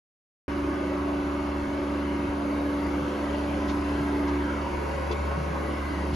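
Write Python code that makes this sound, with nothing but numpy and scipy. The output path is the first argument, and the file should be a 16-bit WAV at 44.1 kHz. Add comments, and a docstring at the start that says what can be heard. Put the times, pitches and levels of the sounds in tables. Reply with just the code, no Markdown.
"""A three-vane rotary vacuum pump in a packing machine's steel cabinet, in a hard-walled hall.
It cuts in at full speed, 1.75 m from a hand-held microphone pair: the vanes drone, the motor whines,
rushing air rings the cabinet. At 1.7 s the hum slips once. From 3 s soft steps and scuffs go with the
pair up to the front panel, then over the open chamber, 1 m off, and the hum changes colour.
At 5.1 s a hand knocks the lid; the pair then turns back towards the panel."""
import sys
import numpy as np
from scipy import signal
from scipy.fft import rfft, irfft, next_fast_len
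from scipy.io import wavfile
from scipy.ndimage import uniform_filter1d, map_coordinates

SR = 44100
rng = np.random.default_rng(int(sys.argv[2]) if len(sys.argv) > 2 else 0)


def wrap_up_sound(samples):
    """Save the sound to the file named by the first command line argument, as 16-bit audio."""
    columns = np.atleast_2d(samples).T
    # keep every value between -1 and 1, then stretch to whole-number steps
    tamed = np.clip(columns, -1, 1)
    steps = np.round(tamed * 32767).astype(np.int16)
    wavfile.write(sys.argv[1], SR, steps)


N = 271611

START_S, TOP_HZ = .4806, 11760
SHAFT_HZ, MOTOR_HZ, BEARING_HZ, MAINS_HZ = 24.0, 24.372, 188.27, 100
SLIP_AT_S, SLIP_S = 1.68, .0184

# Path of the microphones; place 0 is far off, 1 at the front panel, 2 over the chamber:
# (time [s], distance [m], place [0-2], rush gain [dB], hiss gain [dB])
MIC_PATH = [(.5, 1.75, 0.084, 0.04, 0), (1.4, 1.63, 0.09, 0, 0), (2.2, 1.67, 0.65, 0, 0.12),
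            (2.7, 1.77, 0.21, 0.55, 0.86), (3.3, 1.34, 1, 0.94, 0.96), (4.0, 0.996, 1.07, 1, 1.56),
            (4.4, 0.99, 0.73, 0.03, 0.68), (4.8, 0.97, 1.7, 0.76, 1.3), (5.4, 1, 1.74, 0.97, 1.05),
            (6.16, 0.92, 1.23, 1, 1.6)]
# Width as heard: (frequency [Hz], side over mid [dB], side in step [ratio], side in quadrature [ratio])
STEREO_IMAGE = [(60, -51, 0, 0), (205, -23, 0, .2), (265, -10, -.1, 0), (340, -12, -.1, 0),
                (457, -8.5, 0.03, .1), (800, -4.5, 0.13, 0.38), (1560, -2, -0.18, 0.1),
                (2310, -6.5, 0.059, .2), (3000, -3.5, 0.36, .3), (3700, -11, .3, .2), (4700, -4, .3, .1),
                (5500, -10, .2, 0), (6350, -15, .1, -.2), (7090, 2.5, .1, -.4), (7465, 10.5, 0, -.3),
                (7900, 50.5, 0, 0), (8800, 31.5, 0, 0), (9240, 11, 0, .3), (9670, 5, 0, .6),
                (10250, -4, 0, .5), (10700, -55, 0, 0)]
# Broad rush of air and sliding vanes: (frequency [Hz], density [dB per Hz])
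RUSH_SPECTRUM = [(15, -86), (30, -83), (60, -61.5), (90, -66.5), (125, -73), (250, -72.5), (460, -74),
                 (650, -72.5), (820, -70), (1000, -74), (1300, -73), (1600, -74), (1820, -79),
                 (2150, -78.5), (2500, -81), (2900, -81), (3300, -90), (4600, -89), (5400, -94.5),
                 (7500, -96), (12000, -100)]
# Part of the rush that is alike on every motor turn: (frequency [Hz], share [0-1])
RUSH_REPEATS = [(500, 0.05), (900, 0.44), (1600, 0.25), (2200, 0.52), (2800, 0.03), (3600, 0.05), (5000, 0)]
# Cabinet resonances: (frequency [Hz], width [Hz], far [dB], at panel [dB], over chamber [dB])
CABINET_MODES = [(181, 14.3, -59, -50.5, -62), (327.3, 84, -58.5, -58, -62.5), (417, 26.5, -65, -63, -56),
                 (539.4, 54, -60.5, -62.5, -60.5), (614.5, 26.4, -59, -58, -75), (700, 17, -60, -58, -61.5),
                 (938, 63, -65, -62, -76), (1020, 27, -69.5, -58.5, -72), (1077, 21, -66, -71.5, -58),
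                 (1109.6, 17.7, -52.5, -64.5, -54), (1218, 17.4, -62.5, -59, -61),
                 (1328, 32, -68, -65, -73.5), (1495, 89, -71.5, -73, -76.5), (1615, 32, -77, -67, -85),
                 (1950, 91, -76.5, -75.5, -71.5), (2191, 104, -87, -76.5, -70), (2666, 64, -75.5, -79, -80),
                 (3130, 57, -82.5, -76, -96), (3417, 89, -84.5, -85, -89)]
# A reflection off the cabinet's edge, sinking as the pair rises: (time [s], centre [Hz], lift [dB])
EDGE_REFLECTION = [(4.3, 2500, 0), (4.38, 2380, 6), (4.43, 1650, 7), (4.52, 1500, 7), (4.6, 1220, 6.5),
                   (4.74, 1000, 0)]
# Soft steps and bumps: (time [s], level [dB], pitch [Hz], t60 [s])
FOOTSTEPS = [(3.018, -28, 152, 0.16), (3.479, -36, 110, .2), (4.002, -29, 120.4, 0.16),
             (5.364, -26, 151.4, 0.33), (5.479, -23.5, 167.5, 0.21), (5.542, -33, 260.6, 0.5),
             (5.902, -25.5, 320, 0.18), (6.119, -30.5, 130, 0.2)]
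# Swells of noise: (time [s], level [dB], length [s], centre [Hz], width [octaves])
SCUFF_SWELLS = [(3.672, -44.5, .055, 3100, .75), (4.27, -49.5, .035, 4200, .55),
                (4.42, -42.5, .5, 952, .03), (5.111, -41, .03, 2500, .85), (5.53, -35.5, .06, 900, .4),
                (5.64, -48, .46, 2030, .018), (6.125, -44, .05, 3000, .8)]
# A hand meets the lid: (time [s], level [dB], hardness [dB per octave])
HAND_CONTACTS = [(5.103, -24, -8), (5.112, -37, 4.5), (5.126, -29, -2)]
# The lid's ring: (frequency [Hz], level [dB], t60 [s])
LID_MODES = [(355, 0, .11), (430, -1, .1), (500, -5, .07), (1077, -7, .06), (1500, -11, .04),
             (2223, -9, .05), (2800, -18, .03), (3451, -16.5, .11), (4161, -22, .03), (4750, -15, .03),
             (6200, -30, .03)]
# A thin tone, perhaps a bearing: (harmonic [number], level [dB])
BEARING_PARTIALS = [(1, -53), (8, -58), (9, -60)]
# Motor whine: (order [per turn, rounded in use], far [dB], at panel [dB], over chamber [dB])
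MOTOR_ORDERS = [(38, -56.5, -57, -65.5), (42, -65, -56, -53), (46, -51, -56.5, -50), (49, -55, -59.5, -67),
                (50, -53, -58, -55), (53, -59, -66.5, -52), (60, -61, -59.5, -63), (61, -61.5, -59, -47),
                (79.7, -69.5, -57.5, -67), (87.4, -59, -62.5, -59), (89.2, -58.5, -63.5, -64),
                (91, -61, -62, -61)]
# Lesser rotor tones: (order [per turn, rounded in use], far [dB], at panel [dB], over chamber [dB])
ROTOR_ORDERS = [(6, -52, -51, -43), (9, -41.5, -39.5, -47.5), (16.1, -44, -43, -65),
                (18, -55, -58.5, -43.5), (27, -59, -57, -65), (32, -59, -54.5, -54), (36, -54, -49, -68),
                (39, -55.5, -58.5, -42), (40, -52, -53, -48.5), (42, -54.5, -59.5, -51),
                (45, -67, -52.5, -50)]
# The vane rate and the multiples that change most along the path: (order [per turn])
VANE_ORDERS = [3, 12, 15, 21, 24]
# Their direct sound: (time [s], order 3 [dB], order 12 [dB], order 15 [dB], order 21 [dB], order 24 [dB])
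VANE_DIRECT = [(.5, -38, -31.5, -39.5, -62, -43.5), (1.1, -38.5, -30.5, -37, -51, -45.5),
               (1.6, -39, -32, -39.5, -57, -44), (2.3, -38, -31, -41, -47.5, -42.5),
               (2.7, -38, -28.5, -42, -43, -41.5), (2.95, -36.5, -31, -42, -44.5, -46),
               (3.15, -40.5, -33.5, -40, -38.5, -41.5), (3.35, -34.5, -31, -44, -54, -40),
               (3.72, -35, -30.5, -41, -58, -44), (3.9, -36, -29, -45, -62, -62),
               (4.35, -34.5, -28, -35, -51, -66), (4.55, -36.5, -33, -41.5, -50, -45),
               (4.8, -34.5, -44, -41.5, -51, -49), (5.3, -31, -48.5, -52, -48, -42),
               (5.7, -36, -43, -49, -50, -44), (6.15, -30, -36, -35.5, -66, -68)]
# Their return off the walls, a row for each order: (far [dB], at panel [dB], over chamber [dB])
VANE_WALLS = [(-48, -41, -52), (-47, -46, -31), (-51, -52, -42), (-58, -52, -50), (-43, -48, -30)]


def amp(db):
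    return 10 ** (np.asarray(db) / 20)


def at_hz(rows, hz):
    """Each column after the frequency, read on a log axis."""
    knots, *cols = np.transpose(rows)
    return [np.interp(np.log(hz + 1), np.log(knots + 1), c) for c in cols]


def at_time(rows, t):
    """Each column after the time, read at the times t."""
    knots, *cols = np.transpose(rows)
    return [np.interp(t, knots, c) for c in cols]


def at_mic(levels_db, t):
    """Far, panel and chamber levels blended for where the microphones are."""
    return np.interp(at_time(MIC_PATH, t)[1], np.arange(3), levels_db)


def wobble(rate, t):
    """A smooth random curve, rate knots a second."""
    grid = np.arange(0, N / SR + .02, .005)
    knots = rng.standard_normal(int(N * rate / SR) + 8)
    return np.interp(t, grid, map_coordinates(knots, [grid * rate]))


def filtered(x, response):
    """x times a complex response of frequency."""
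    size = next_fast_len(N + 8192)
    return irfft(rfft(x, size) * response(np.fft.rfftfreq(size, 1 / SR)), size)[..., :N]


def add(track, start_s, sound):
    part = track[..., round(start_s * SR):][..., :sound.shape[-1]]
    part += sound[..., :part.shape[-1]]


def stereo_gains(hz):
    """Mid and side gains: the hiss is in opposite phase left and right near 8 kHz, mono above 10.7 kHz."""
    side_db, in_step, quadrature = at_hz(STEREO_IMAGE, hz)
    angle = np.arctan(amp(side_db))
    tied = in_step + 1j * quadrature
    loose = np.sqrt(np.clip(1 - abs(tied) ** 2, 0, 1))
    return np.array([np.cos(angle), np.sin(angle) * tied, np.sin(angle) * loose])


def pump_time(t):
    """When the sound heard at t left the pump: travel time to the microphones, and the slip."""
    return t - at_time(MIC_PATH, t)[0] / 343 - SLIP_S * (t > SLIP_AT_S)


def tone(hz, db, t, waver_db, drift_rad, order=None, wall_db=None):
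    """A partial in two rows: heard direct and, at another phase, off the walls."""
    offsets = rng.uniform(0, 2 * np.pi, (2, 1))
    if order is not None:  # vane strokes are drawn out: high orders fall out of step and throb little
        offsets[0] = -.095 * order ** 2
    phase = 2 * np.pi * hz * pump_time(t) + drift_rad * wobble(5, t) + offsets
    direct_db = db + waver_db * wobble(6, t)
    scattered_db = (db if wall_db is None else wall_db) + waver_db * wobble(4.08, t)
    return np.sqrt(2) * amp([direct_db, scattered_db]) * np.sin(phase)


def motor_scrape(t):
    """Noise that repeats with every motor turn; three patterns slowly trade places."""
    size = round(SR / MOTOR_HZ)
    angle = (pump_time(t) * MOTOR_HZ % 1 * size).astype(int)
    patterns = rng.standard_normal((3, 2, size))
    weights = np.array([wobble(1.595, t) for _ in patterns])
    weights /= np.sqrt((weights ** 2).sum(axis=0) + .058)
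    return sum(w * p[:, angle] for w, p in zip(weights, patterns))


def air_rush(t):
    """Air noise through cabinet resonances that each swell by themselves; each turn of the rotor chops it
    slightly."""
    hz, frames, fresh = signal.stft(rng.standard_normal((2, N)), SR, nperseg=2048)
    hz = hz[:, None]
    scrape = signal.stft(motor_scrape(t), SR, nperseg=2048)[2]
    share = at_hz(RUSH_REPEATS, hz)[0]
    source = np.sqrt(1 - share) * fresh + np.sqrt(share) * scrape
    power = amp(at_hz(RUSH_SPECTRUM, hz)[0]) ** 2
    for centre, width, *levels in CABINET_MODES:
        swell = amp(at_mic(levels, frames) + 1.1 * wobble(3, frames))
        power = power + (swell / (1 + (2 * (hz - centre) / width) ** 2)) ** 2
    _, _, rush_db, hiss_db = at_time(MIC_PATH, frames)
    treble = np.clip(np.log2(hz / 1500 + 1e-9) / 1.05, 0, 2)  # moving in close lifts the treble most
    flicker = uniform_filter1d(uniform_filter1d(rng.standard_normal(power.shape), 8, 0), 5, 1)
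    gain_db = rush_db * np.clip(1 - treble, 0, 1) + hiss_db * treble + 2.1 * flicker / flicker.std()
    edge_hz, lift_db = at_time(EDGE_REFLECTION, frames)
    gain_db += lift_db * np.exp(-(np.log2((hz + 1) / edge_hz) / .21) ** 2)
    noise = signal.istft(source * np.sqrt(power * SR / 2) * amp(gain_db), SR, nperseg=2048)[1][:, :N]
    body = filtered(noise, lambda hz: 1 / (1 + (hz / 2500) ** 4))
    turn = 2 * np.pi * SHAFT_HZ * pump_time(t)
    chop = .063 * np.sin(turn) + .031 * np.sin(2 * turn) + .023 * np.sin(4 * turn)
    return noise + body * chop


def footsteps(track, t):
    """Adds dull thuds, each three close, damped modes."""
    for start, db, hz, t60 in FOOTSTEPS:
        modes_hz = hz * np.array([[.82], [1], [1.2]])
        phase = 2 * np.pi * modes_hz * t + rng.uniform(0, 2 * np.pi, (2, 3, 1))
        thud = (amp([[-6], [0], [-5]]) * np.sin(phase)).sum(axis=1)
        add(track, start, amp(db - 60 * t / t60) * (1 - np.exp(-t / .0064)) * thud)


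def scuffs(track, t):
    """Adds swells of noise: broad ones are cloth or sole rubbing, narrow ones a passing ring."""
    hz = np.fft.rfftfreq(len(t), 1 / SR) + 1
    for start, db, length, centre, octaves in SCUFF_SWELLS:
        band = np.exp(-.5 * (np.log2(hz / centre) / octaves) ** 2)
        grit = irfft(rfft(rng.standard_normal((2, len(t)))) * band, len(t))
        add(track, start, amp(db) * np.sin(np.pi * np.clip(t / length, 0, 1)) * grit / grit.std())


def lid_knock(track, t):
    """Adds the lid ringing under a hand; neighbouring modes start in opposite senses."""
    for start, db, hardness in HAND_CONTACTS:
        ring = 0
        for k, (hz, level, t60) in enumerate(LID_MODES):
            mode_db = level + hardness * np.log2(hz / LID_MODES[0][0]) + rng.normal(0, 1, (2, 1))
            ring += (-1) ** k * amp(mode_db - 60 * t / t60) * np.sin(2 * np.pi * hz * t)
        add(track, start, amp(db) * (1 - np.exp(-t / .0018)) * ring)


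def motor_whine(t):
    """High orders of the motor, a little faster than the rotor, with faint bearing and mains tones."""
    whine = sum(tone(round(k) * MOTOR_HZ, at_mic(levels, t), t, waver_db=3.3, drift_rad=.62)
                for k, *levels in MOTOR_ORDERS)
    bearing = sum(tone(k * BEARING_HZ, db, t, waver_db=4.2, drift_rad=.7) for k, db in BEARING_PARTIALS)
    return whine + bearing + tone(MAINS_HZ, -59, t, waver_db=2.4, drift_rad=.27)


def rotor_hum(t):
    """Lesser vane multiples and the rotor's every eighth order; the higher, the less steady."""
    hum = 0
    for k, *levels in ROTOR_ORDERS:
        k = round(k)
        unsteady = np.sqrt(k / VANE_ORDERS[0])
        hum += tone(k * SHAFT_HZ, at_mic(levels, t), t,
                    waver_db=.71 * unsteady, drift_rad=.024 * unsteady, order=k)
    return hum


def vane_drone(t):
    """Three vane strokes a turn sound multiples of three times the shaft rate; the walls return them."""
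    return sum(tone(k * SHAFT_HZ, db, t, waver_db=.48, drift_rad=.074, order=k, wall_db=at_mic(walls, t))
               for k, db, walls in zip(VANE_ORDERS, at_time(VANE_DIRECT, t), VANE_WALLS))


def scene():
    """Direct and scattered sound are spread into mid and side, giving left and right."""
    t = np.arange(N) / SR
    dip = np.clip(abs(t - SLIP_AT_S) / .003, 0, 1)  # the tones dip as they slip
    hall = dip * (vane_drone(t) + rotor_hum(t) + motor_whine(t)) + air_rush(t)
    for movement in (footsteps, scuffs, lid_knock):
        movement(hall, t[:SR // 2])  # half a second for each event
    direct, scattered = hall
    mid, tied, loose = filtered(np.array([direct, direct, scattered]), stereo_gains)
    return np.array([mid + tied + loose, mid - tied - loose])


def record(dry):
    """The sound cuts in from silence; nothing is kept above the band limit."""
    gate = np.clip((np.arange(N) / SR - START_S) / .0005, 0, 1)
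    return filtered(dry * gate, lambda hz: np.clip((TOP_HZ + 150 - hz) / 300, 0, 1) ** 2)


dry = scene()
out = record(dry)
wrap_up_sound(out)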